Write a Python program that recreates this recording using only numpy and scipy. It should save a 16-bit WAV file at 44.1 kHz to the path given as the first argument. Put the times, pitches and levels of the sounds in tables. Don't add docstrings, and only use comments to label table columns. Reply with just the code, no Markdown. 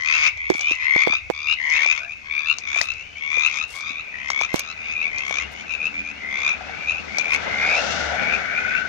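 import sys
import numpy as np
from scipy import signal
from scipy.fft import rfft, irfft, next_fast_len
from scipy.io import wavfile
from scipy.ndimage import uniform_filter1d, map_coordinates

SR = 44100
rng = np.random.default_rng(int(sys.argv[2]) if len(sys.argv) > 2 else 0)


def gain_from_db(level_db):
    decades = np.asarray(level_db, float) / 20
    return 10 ** decades


def unload_audio(sound):
    columns = np.transpose(np.atleast_2d(sound))
    steps = np.round(np.clip(columns, -1, 1) * 32767)
    wavfile.write(sys.argv[1], SR, steps.astype(np.int16))


N = 391616
FROG_LAG_MS = 0.65


def in_time(rows, t):
    s, *columns = np.transpose(rows)
    return [np.interp(t, s, c) for c in columns]


def rms_one(x):
    return x / np.sqrt(np.mean(x ** 2) + 1e-20)


def coloured(x, spectrum):
    size = next_fast_len(N)
    hz, level_db = np.transpose(spectrum)
    bins_hz = np.arange(size // 2 + 1) * SR / size
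    gain = gain_from_db(np.interp(np.log(bins_hz + 1), np.log(hz), level_db))
    return irfft(rfft(x, size) * gain, size)[..., :N]


def filtered(x, order, hz, kind="low"):
    return signal.sosfilt(signal.butter(order, hz, kind, fs=SR, output="sos"), x)


def drift(rate, size=N):
    knots = rng.standard_normal(int(size / SR * rate) + 3)
    coarse = np.arange(0, size + 16, 16)
    return np.interp(np.arange(size), coarse, map_coordinates(knots, [coarse / SR * rate], order=3))


def add(out, sound, start_s, lag_ms):
    starts = [round((start_s + lag_ms / 1000) * SR), round(start_s * SR)]
    for port, at in enumerate(starts):
        part = sound[port][:max(N - at, 0)]
        out[port, at:at + len(part)] += part


# pitch_hz, level_db
AIR_SPECTRUM = [(30, -17), (75, -1), (125, -13.5), (190, -35), (900, -26.5), (3000, -28.5), (6400, -25.5),
                (8200, -45), (15000, -58.5)]


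def air():
    common = rng.standard_normal(N)
    own = 0.8 * rng.standard_normal((2, N))
    both = rms_one(coloured(common + own, AIR_SPECTRUM))
    rumble = filtered(both, 2, 130)
    lumps = gain_from_db(3.5 * drift(15)) - 1
    return (both + rumble * lumps) * gain_from_db(-52.5 + np.array([[2.5], [-5]]))


# time_s, tyre_roar_db
ROAD_NEARNESS = [(0, -66.5), (1.9, -64.5), (2.6, -62.5), (4.5, -58.5), (5.5, -53), (6.1, -55.5), (6.5, -51),
                 (7.2, -49.5), (7.5, -43), (7.95, -43), (8.3, -42.5), (8.5, -46), (8.88, -47)]
# pitch_hz, level_db (per Hz)
ROAR_SPECTRUM = [(50, -21.5), (100, -11.5), (230, -2.5), (400, -5.5), (680, 1), (1100, -1.5), (1310, 0.5),
                 (1550, 3.5), (3000, -11), (6300, -16), (7500, -27.5), (12000, -79)]


def road():
    t = np.arange(N) / SR
    roar_db, = in_time(ROAD_NEARNESS, t)
    swing_db = roar_db + 34.5
    hiss_db = 9.5 * np.exp(-((t - 7.89) / 0.21) ** 4)
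    drone_db = 6 * np.exp(-((t - 7.92) / 0.41) ** 4)
    near = 0.5 + 0.5 * np.tanh((t - 7.58) / 0.068)
    direct = rng.standard_normal(N)
    scattered = 0.45 * rng.standard_normal((2, N))
    lag = round(1.399 * SR / 1000)
    both = np.array([np.roll(direct, lag), direct]) + scattered
    wide = rms_one(coloured(both, ROAR_SPECTRUM))

    roar = 0
    edges_hz = [60, 170, 350, 500, 900, 1300, 2000, 3500, 14000]
    for low, high in zip(edges_hz, edges_hz[1:]):
        follows = -0.0032 * (high <= 350) + 0.13 * (low >= 3500) + 0.3 * (500 <= low < 2000)
        band_db = roar_db + 14 + follows * swing_db
        band_db = band_db + hiss_db * (low >= 3500) + drone_db * (low == 500)
        band_db = band_db + near * (5.5 * (low == 1300) - 16 * (low == 900))
        band_db = band_db + 1.1 * drift(8) + 1.5 * drift(60)
        roar = -roar + filtered(wide, 2, [low, high], "band") * gain_from_db(band_db)

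    whine_hz, whine_width_hz = 1480, 170
    tread_hz = [whine_hz - whine_width_hz / 2, whine_hz + whine_width_hz / 2]
    whine = rms_one(filtered(both, 2, tread_hz, "band"))
    roar = roar + near * whine * gain_from_db(roar_db - 5 + 1.6 * drift(10))

    pull = 0
    for order in (3, 4):
        turns = np.cumsum(71.0 + 2.5 * drift(25)) / SR
        pull = pull + np.sin(2 * np.pi * order * turns) * gain_from_db(-51.5 + 4.0 * drift(14))
    roar = roar + pull * np.exp(-((t - 6.03) / 0.22) ** 2)

    hum_turns = np.cumsum(70 + 5.0 * drift(12)) / SR
    hum = np.sin(2 * np.pi * hum_turns) * gain_from_db(-39.5 + 0.78 * swing_db + 4.0 * drift(9))
    return (roar + hum) * gain_from_db(np.array([[3.5], [-3.5]]))


def pulses(t, hz, first_s, per_s, overtones, rise_ms, uneven_db):
    chance = rng.standard_normal((7, 64))
    jitter = 0.03 * np.interp((t - t[0]) * 30, np.arange(64), chance[5])
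    count = (t - first_s) * per_s + 0.3 + jitter
    since_ms = count % 1 / per_s * 1000
    index = (np.floor(count) - np.floor(count).min()).astype(int)
    turns = np.cumsum(hz * (1 + 0.007 * chance[6, index]) / 2 / SR)
    turns = turns - turns[np.searchsorted(np.maximum.accumulate(index), index)]
    close = np.sin(np.pi / 2 * np.minimum((1 - count % 1) * 6.0, 1)) ** 2
    tone = 0
    for (multiple, level_db, decay_ms), luck in zip(overtones, chance):
        gain = gain_from_db(level_db + uneven_db * luck[index])
        rise = np.sin(np.pi / 2 * np.minimum(since_ms / min(rise_ms, decay_ms), 1)) ** 2
        decay = np.exp(-(since_ms / decay_ms) ** (1 + (multiple == 2)))
        tone += gain * rise * decay * np.sin(2 * np.pi * round(multiple) * turns)
    flow = rise * np.exp(-since_ms / 4.0)
    return rms_one(tone * close), rms_one(flow * close)


def call(out, first_s, length_s, end_hz, end_db, pulse_hz, bright_db, steepness, pan_db, lag_ms,
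         spray, overtones, spray_db=0, swell=1):
    lead_in_s, climb_hz_per_s, climb_eases_s = 0.0042, 1596, 0.41
    start, end = max(first_s - lead_in_s, 0), first_s + length_s + 0.0062
    t = np.arange(start, end, 1 / SR)
    climb_s = climb_eases_s * (1 - np.exp((t - end) / climb_eases_s))
    hz = end_hz - steepness * climb_hz_per_s * climb_s
    hz = hz * (1 + 0.1 * np.exp((t - end) / 0.019))
    surge_db = 4.5 * np.exp(-((end - t) / 0.034) ** 2)
    level_db = end_db + swell * 35 * (t - end) + surge_db
    attack = (t - first_s + lead_in_s) / (0.11 * length_s)
    release = (end - t) / 0.025
    edges = np.clip(np.minimum(attack, release), 0, 1)

    bright_db = bright_db + 9.5 * (t - end)
    overtones = [(k, db + bright_db * (k != 2), ms) for k, db, ms in overtones]
    tone, flow = pulses(t, hz, first_s, pulse_hz, overtones, rise_ms=2.6, uneven_db=2.0)
    spray_gain = gain_from_db(bright_db + spray_db + 22 * (t - end))
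    rasp = edges * (tone + spray_gain * flow * spray[(t * SR).astype(int) % len(spray)])
    bounces = (rng.uniform(0.001, 0.006, 2) * SR).astype(int)
    rasp = np.array([rasp + 0.2 * np.roll(rasp, lag) for lag in bounces])
    pan = gain_from_db(np.array([[pan_db / 2], [-pan_db / 2]]))
    add(out, rasp * gain_from_db(level_db) * pan, start, lag_ms)


# multiple, level_db, decay_ms (within a pulse)
OVERTONES = [(1, -14, 2.2), (2, 0, 6.8), (3, -8, 1.7), (4, -17, 1.6), (5, -20, 1.6)]
# pitch_hz, level_db (per Hz)
SPRAY_SPECTRUM = [(500, -22.5), (1000, -3), (3300, -3), (4500, -9), (6500, 0), (7400, -16), (9700, -20),
                  (10700, -3), (11500, -33.5)]
# first_pulse_s, length_s, final_pitch_hz, final_level_db
AHEAD_CALLS = [(0.3426, 0.39, 2490, -21), (0.47, 0.44, 2460, -38), (0.6609, 0.083, 2600, -26),
               (1.0953, 0.089, 2550, -25.5), (1.4738, 0.071, 2820, -22.5), (1.7412, 0.11, 1936, -29.5),
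               (3.2945, 0.3, 2233, -33.5), (3.737, 0.194, 2463, -36.5), (5.0883, 0.313, 2385, -24.5),
               (5.9317, 0.085, 2400, -28.5), (6.1958, 0.3446, 2398, -22.5), (6.6869, 0.31, 2550, -28.5),
               (7.4397, 0.322, 2322, -21), (7.5613, 0.24, 2603, -22.5), (8.5125, 0.28, 2570, -29),
               (8.5506, 0.23, 2304, -28)]
MIDDLE_CALLS = [(-0.0661, 0.35, 2330, -21.5), (0.0493, 0.24, 2562, -21.5), (0.2276, 0.072, 2196, -26),
                (0.6922, 0.34, 2332, -23.5), (0.7816, 0.38, 2414, -22.5), (1.3244, 0.22, 2550, -28.5),
                (1.5918, 0.26, 2207, -24), (2.4598, 0.067, 2700, -21.5), (2.6088, 0.32, 2607, -30.5),
                (2.662, 0.14, 2382, -26), (4.7655, 0.183, 2500, -30), (4.9538, 0.085, 2533, -24),
                (5.0194, 0.067, 2290, -23.5), (5.7923, 0.088, 2550, -19.5), (6.2985, 0.21, 2420, -26),
                (6.4372, 0.059, 2463, -23), (6.873, 0.056, 2525, -22), (8.1272, 0.22, 2527, -31)]
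LEFT_CALLS = [(0.2113, 0.043, 2740, -37), (0.7995, 0.25, 2142, -18.5), (1.46, 0.086, 2454, -26),
              (1.562, 0.37, 2460, -19), (1.7117, 0.071, 2504, -25.5), (2.2199, 0.3226, 2480, -27.5),
              (2.3, 0.11, 2410, -23), (2.7188, 0.076, 2337, -25.5), (3.1988, 0.28, 2572, -19),
              (3.438, 0.21, 2570, -28), (4.1157, 0.345, 2406, -23), (7.1587, 0.067, 2350, -23.5),
              (7.2322, 0.13, 2500, -22), (7.2948, 0.077, 2210, -24.5), (8.1315, 0.23, 2392, -22),
              (8.3006, 0.3, 2370, -27.5)]
BACK_CALLS = [(1.9774, 0.079, 2480, -33), (2.0704, 0.07, 2470, -33), (2.9569, 0.078, 2660, -35.5),
              (3.1589, 0.039, 2310, -36.5), (3.7296, 0.18, 2516, -31), (3.857, 0.16, 2550, -32),
              (4.4812, 0.14, 2310, -30), (4.6256, 0.1, 2600, -34), (4.85, 0.08, 2330, -32),
              (5.1077, 0.12, 2534, -30), (5.371, 0.1, 2760, -37), (5.529, 0.1, 2310, -38.5),
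              (5.6698, 0.057, 2614, -32), (5.4, 0.039, 2155, -28.5), (6.0382, 0.081, 2460, -33),
              (7.7548, 0.18, 2730, -34), (.6, 0.1, 3040, -36.5), (.795, 0.072, 2510, -30),
              (1.95, 0.13, 1680, -41), (2.24, 0.23, 1665, -44.5), (3.03, 0.18, 3100, -46),
              (5.5, 0.11, 2910, -44), (5.7274, 0.065, 2360, -38)]
AHEAD_PULSING = [79.0, 80.0, 82.75, 66.75, 78.75, 76.0, 68.0, 76.75, 66.75, 82.5, 74.5, 80.75, 67.25, 77.5,
                 75.0, 68.75]
MIDDLE_PULSING = [78.0, 75.0, 71.5, 73.25, 69.75, 73.75, 74.0, 74.0, 64.0, 70.75, 74.75, 79.0, 81.0, 77.0,
                  65.75, 70.75, 82.0, 71.5]
LEFT_PULSING = [78.5, 71.5, 74.25, 76.5, 74.75, 74.5, 74.0, 67.5, 75.5, 79.0, 68.5, 73.75, 77.0, 73.25,
                77.25, 75.75]
BACK_PULSING = [68.75, 76.75, 72.75, 77.75, 83.25, 78.5, 80, 78, 73.75, 69, 69.25, 85, 76, 83.5, 78.5,
                77.25, 78, 76, 70, 70, 80, 80, 77]
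# overtones_and_spray_db, climb_steepness (share)
AHEAD_VOICES = [(0.5, 0.96), (-4, 0.89), (-7, 0.52), (-1, 1), (-2.5, 1), (13, 0.97), (6.5, 0.65),
                (11, 0.82), (6.5, 1), (-9.5, 1), (-4, 1), (-7, .9), (-15, 0.84), (5.5, 0.93), (-8, 0.41),
                (-6, 0.84)]
MIDDLE_VOICES = [(2.5, 0.76), (0, 0.74), (-11, 1), (4, 0.87), (5.5, 1), (9.5, 1), (7, 0.99), (2.5, 0.89),
                 (6.5, 0.62), (4, 0.66), (-2, 0.29), (-2.5, 0.77), (-3.5, 0.35), (-5, 0.54), (6.5, 0.55),
                 (-0.5, 0.5), (-2, 0.69), (-9, 0.69)]
LEFT_VOICES = [(-8, .9), (-5.5, 0.38), (-4.5, 1.4), (-2, 0.97), (4.5, 1.2), (9, 0.92), (-1.5, 0.64),
               (-1.5, 0.38), (6, 1.2), (6.5, 1.04), (4.8, 1.27), (-6.5, 0.88), (-7, 0.97), (3.5, 1.1),
               (-4.5, 0.72), (-10, 0.66)]
BACK_VOICES = [(-1, 0.42), (-5, 0.7), (-6.5, 0.74), (-5, 0.79), (8.5, 1.46), (7, 1.7), (5.5, 1.3),
               (11, 1.1), (2.5, 0.63), (-19, 1.4), (-16.5, 0.74), (0.5, 0.99), (-1.5, 1), (3, 1.3),
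               (-6, 0.63), (7, 0.66), (-9, 0.99), (0.5, .8), (-8, 1.8), (-14, 0.18), (-3, .7), (-7, 0.49),
               (-9, 0.65)]
# spray_db, fourth_overtone_db, left_over_right_db (off the group's)
AHEAD_TRAITS = [(1, -4, -0.5), (-11, -3, 3), (6, -5, 7), (-2, 0, -3.5), (-9, -4, 2.5), (-8, 3, 3.5),
                (8.5, 2, 5), (-7, -5, 6.5), (0.5, -6, 4), (5.5, -4, -2), (-2, -4, 1), (2, -5, 3.5),
                (0, -7, -1), (-3, 8, -0.5), (6, 2, -7), (7.5, -1, 3.5)]
MIDDLE_TRAITS = [(4.5, 4, 0), (6.5, 14, 0.0069), (-9, -8, 0), (0, 3, 0), (-9, 5.5, 0.0067), (-7, 7, 0),
                 (-2.5, -15, 0.021), (-8.5, -13, 0), (-2.5, -3, 0), (4, 0, 0), (1.5, 5, 0),
                 (-9, -3, 0.0044), (-7, 0, 0), (-3, -4, 0.0034), (0.5, -6, 0), (-1, 5, 0), (-1, -7, 0),
                 (-5, -5, 0.011)]
LEFT_TRAITS = [(-4, -6, 0.0041), (2.5, -8, 0), (-1, -3, 0), (0.5, 3, 0.0028), (-0.5, -5, 0), (-13, 2, 0),
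               (-20, -2, 0), (2, -5, 0), (-7.5, -8, 0), (-3, 2, 0), (-2, -12, 0.0084), (5, -2, 0),
               (6.5, -3, 0), (1.5, -1, 0), (-5, 0, 0.0074), (1.5, 1, 0.011)]
BACK_TRAITS = [(-1.5, 5, 0), (1.5, 5, 0), (8, -3, 0.0066), (5, -5, 0), (-10, 4, 0), (-25, -12, 0),
               (1, -6, 0), (-5.5, 3, 0), (-8, 1, 0.0048), (-3, -3, 0.0061), (6, -3, 0), (9.5, -12, 0),
               (1, -1, 0.0072), (0.5, -12, 0), (8, -4, 0.0034), (7, 3, 0.012), (-2, -4, 0), (1, 1, 0),
               (3, -9, 0.0042), (-3, -6, 0), (7, -4, 0.0053), (1, -3, 0), (0, -3, 0.0037)]
AHEAD_SWELLS = [0.86, .9, .9, 0.82, .9, .9, 0.38, 1, 1, .9, 0.98, 1, 0.86, 0.53, 0.95, 0.7]
MIDDLE_SWELLS = [0.44, 0.84, .9, 0.96, 0.96, 0.81, 0.72, .9, 0.34, 0.78, 1.1, 0.81, .9, 3.3, .9, .9, .9, .9]
LEFT_SWELLS = [.9, 0.96, 0.99, 0.75, .9, 1.36, 0.81, .9, 1.2, 1.1, 1.2, .9, 1.3, .9, 1.8, 1.3]
# first_pulse_s, length_s, final_pitch_hz, final_level_db, overtones_db
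FILL_CALLS = [
    (1.975, 0.093, 716, -53, -14),
    (1.9, 0.097, 2200, -33, 7),
    (6.5, 0.06, 2500, -38.5, -15),
    (5.7, 0.061, 2500, -29, -2),
    (7.07, .1, 2230, -36.5, -10),
    (8.7, 0.086, 2600, -36, -8),
    (7.7, 0.058, 2400, -30.5, 0.5),
    (0.048, .12, 2600, -25.5, 2),
]


def near_frogs():
    out = np.zeros((2, N))
    spray = gain_from_db(-15.5) * rms_one(coloured(rng.standard_normal(N), SPRAY_SPECTRUM))
    back_swells = np.ones(len(BACK_CALLS))
    # left over right, dB
    groups = [(AHEAD_CALLS, AHEAD_PULSING, AHEAD_VOICES, AHEAD_TRAITS, AHEAD_SWELLS, 3.5),
              (MIDDLE_CALLS, MIDDLE_PULSING, MIDDLE_VOICES, MIDDLE_TRAITS, MIDDLE_SWELLS, 7.5),
              (LEFT_CALLS, LEFT_PULSING, LEFT_VOICES, LEFT_TRAITS, LEFT_SWELLS, 10),
              (BACK_CALLS, BACK_PULSING, BACK_VOICES, BACK_TRAITS, back_swells, 7)]
    for calls, pulsing, voices, traits, swells, pan_db in groups:
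        lags = FROG_LAG_MS + 0.14 * rng.standard_normal(len(calls))
        callers = zip(calls, pulsing, voices, traits, swells, lags)
        for row, pulse_hz, voice, (spray_db, fourth_db, off_db), swell, lag_ms in callers:
            overtones = [(k, db + fourth_db * (k == 4), ms) for k, db, ms in OVERTONES]
            call(out, *row, pulse_hz, *voice, pan_db + off_db, lag_ms, spray, overtones, spray_db, swell)
    for *row, bright_db in FILL_CALLS:
        call(out, *row, 76.0, bright_db, 0.87, 15.0, FROG_LAG_MS, spray, OVERTONES)
    return out


def far_frogs():
    out = np.zeros((2, N))
    for place, size, near, side in rng.random((99, 4)):
        call(out, place * N / SR, 0.2734, 2200 + 550 * size, -48 + 4.6 * near,
             pulse_hz=68 + 12 * size, bright_db=-4.0, steepness=0.71, pan_db=4.2,
             lag_ms=1.598 * side, spray=np.zeros(1), overtones=OVERTONES[:3])
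    return filtered(out, 2, 4000)


def woods(x):
    t = np.arange(SR // 3) / SR
    t60_s = 0.22
    scatter = rng.standard_normal((2, len(t))) * gain_from_db(-60 * t / t60_s) * np.minimum(t / 0.0034, 1)
    scatter /= np.sqrt(np.sum(scatter ** 2, axis=1, keepdims=True))
    scatter = filtered(scatter, 2, 3700)
    return gain_from_db(-5) * signal.fftconvolve(x, scatter, axes=1)[:, :N]


# start_s, peak_db, left_over_right_db
TICKS = [(0.499, -15.5, 10), (0.538, -12.5, 21), (0.592, -19.5, 19), (0.6079, -8, 25), (0.715, -17, 28),
         (0.751, -22, 32), (1.2986, -30, -3), (1.6983, -17.5, 31), (1.861, -15, 32), (1.913, -25, 23),
         (2.4547, -55, 16), (2.583, -12, 45), (2.7922, -24, -2), (2.813, -3.5, 16), (3.806, -16.5, 29),
         (3.968, -53, 10), (0.372, -27, 27), (2.567, -32, 6), (2.935, -24, 22), (4.2822, -22, 23),
         (4.3012, -8.5, 2), (4.391, -25, 13), (4.411, -15, 1), (4.539, -20, 6), (4.558, -8, 18),
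         (4.592, -10, -2.5), (4.5932, -29, -5), (5.182, -14.5, 10), (5.341, -26, 14), (5.853, -25, 22),
         (7.1828, -6, 23), (7.34, -15, 16)]


def ticks():
    out, t = np.zeros((2, N)), np.arange(SR // 30) / SR
    fade = np.exp(-t / 0.00095) + 0.13 * np.exp(-t / 0.016)
    envelope = fade * np.minimum(t / 0.00033, 1)
    for s, peak_db, pan_db in TICKS:
        snap = rng.standard_normal(len(t)) * envelope
        sides_db = np.array([[min(pan_db, 0)], [-max(pan_db, 0)]])
        add(out, snap * gain_from_db(peak_db + 4.0 + sides_db), s + 0.0013, 0.3)
    port = [(250, -31.0), (600, 0.5), (2000, -7.0), (6300, 3.5), (8500, -20), (15000, -59.5)]   # Hz, dB
    return coloured(out, port)


# start_s, peak_db,
# ring_hz, left_over_right_db, ring_decay_ms
KNOCKS = [(0.499, -7.5, 370, -13, 3.7), (0.5151, -25.5, 370, -12, 4), (1.084, -29, 600, -10, 1.8),
          (1.097, -30, 252, -15, 3.7), (1.3045, -21.5, 810, -15, 1.6), (0.547, -28.5, 298, -3, 1.9),
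          (0.601, -36, 774, -26, 1.4), (0.71, -25.5, 323, -43, 2.2), (0.959, -12.5, 336, -14, 1),
          (1.07, -9.5, 436, -11.5, 2.05), (1.129, -17.5, 950, 54, 0.93), (1.298, -10, 433, -18, 1.9),
          (1.856, -21.5, 790, 61, 1.24), (2.759, -26, 720, 50, 1.9), (2.808, -13.5, 1980, 10, 2.3),
          (3.369, -28.5, 513, 10, 2.8), (4.298, -14, 1140, 16, 0.87), (4.409, -12, 940, 23, 0.88),
          (4.54, -7, 270, -12.5, 1.36), (5.305, -20, 660, 32, 1.3), (6.605, -35, 740, 13, 13),
          (6.69, -35.5, 754, 10, 12), (3.901, -41.5, 257, 17, 7.2)]


def knocks():
    out, t = np.zeros((2, N)), np.arange(SR // 25) / SR
    for s, peak_db, hz, pan_db, decay_ms in KNOCKS:
        body = np.cos(2 * np.pi * hz * t) * np.exp(-1000 * t / decay_ms) * np.minimum(t / 0.00012, 1)
        body += 0.04 * uniform_filter1d(rng.standard_normal(len(t)), size=4) * np.exp(-t / 0.011)
        bounce = uniform_filter1d(np.roll(body, round(0.00597 * SR)), size=24)
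        body += 0.23 * bounce
        sides_db = np.array([[min(pan_db, 0)], [-max(pan_db, 0)]])
        add(out, body * gain_from_db(peak_db + 11 + sides_db), s + 0.0029, 1.137)
    return out


# start_s, length_s,
# level_db, upper_edge_hz, left_over_right_db
SCUFFS = [(0.535, 0.083, -42.5, 7800, -2), (2.736, 0.15, -39.5, 7400, 2), (3.325, 0.19, -61, 7000, 3),
          (3.668, 0.15, -45.5, 6560, 23), (4.531, 0.079, -36, 6000, -15), (4.536, 0.012, -35, 16000, -14),
          (4.554, 0.0092, -36, 16000, -8), (4.59, 0.011, -31, 16000, -13), (5.25, 0.098, -52, 7200, 16),
          (5.509, 0.035, -54, 12500, 12), (7.307, 0.064, -37.5, 6560, 15)]


def scuffs():
    out = np.zeros((2, N))
    for s, length_s, level_db, hz, pan_db in SCUFFS:
        size = round(length_s * SR)
        grain = rng.standard_normal((2, SR // 4)) * gain_from_db(5 * drift(500, size=SR // 4))
        grain = grain[:, :size] * np.hanning(size) ** 0.5
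        hiss = filtered(grain, 2, [hz * 0.087, min(hz, 0.45 * SR)], "band")
        add(out, hiss * gain_from_db(level_db + np.array([[pan_db / 2], [-pan_db / 2]])), s, 0)
    return out


# time_s, pitch_hz, level_db, left_over_right_db
TRILL = [
    (7.86, 1400, -54, 9),
    (8.02, 1442, -35, 10),
    (8.35, 1476, -49, 5),
    (8.55, 1440, -39, 17),
    (8.7, 1500, -35, 22.5),
    (8.88, 1510, -36, 19.5),
]


def trill():
    out, t = np.zeros((2, N)), np.arange(TRILL[0][0], N / SR, 1 / SR)
    hz, level_db, pan_db = in_time(TRILL, t)
    per_s = 31.8 - (t - 7.88)
    tone, _ = pulses(t, hz, 7.882, per_s, [(2, 0, 13.0)], rise_ms=7.0, uneven_db=1.5)
    sides_db = np.array([level_db + pan_db / 2, level_db - pan_db / 2])
    add(out, tone * gain_from_db(sides_db), t[0], FROG_LAG_MS)
    return out


# pitch_hz, level_db
RIGHT_PORT = [(300, 2), (2400, 0), (4400, -5), (7000, -10), (15000, -4)]


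def scene():
    frogs = near_frogs() + trill()
    far = far_frogs()
    frogs = coloured(frogs, [(7000, 0), (9000, -18)])
    outside = frogs + woods(frogs) + road() + gain_from_db(1.5) * far + gain_from_db(8.5) * woods(far)
    outside[1] = coloured(outside[1], RIGHT_PORT)
    return outside + air() + ticks() + knocks() + scuffs()


def top_cut(x):
    return signal.sosfilt(signal.butter(12, 16530, fs=SR, output="sos"), x)


def record(dry):
    overloaded = dry / (1 + (dry / 0.9) ** 6) ** (1 / 6)
    mix = signal.sosfilt(signal.cheby2(10, 60, 16500, fs=SR, output="sos"), overloaded)
    return top_cut(mix)


dry = scene()
out = record(dry)
unload_audio(out)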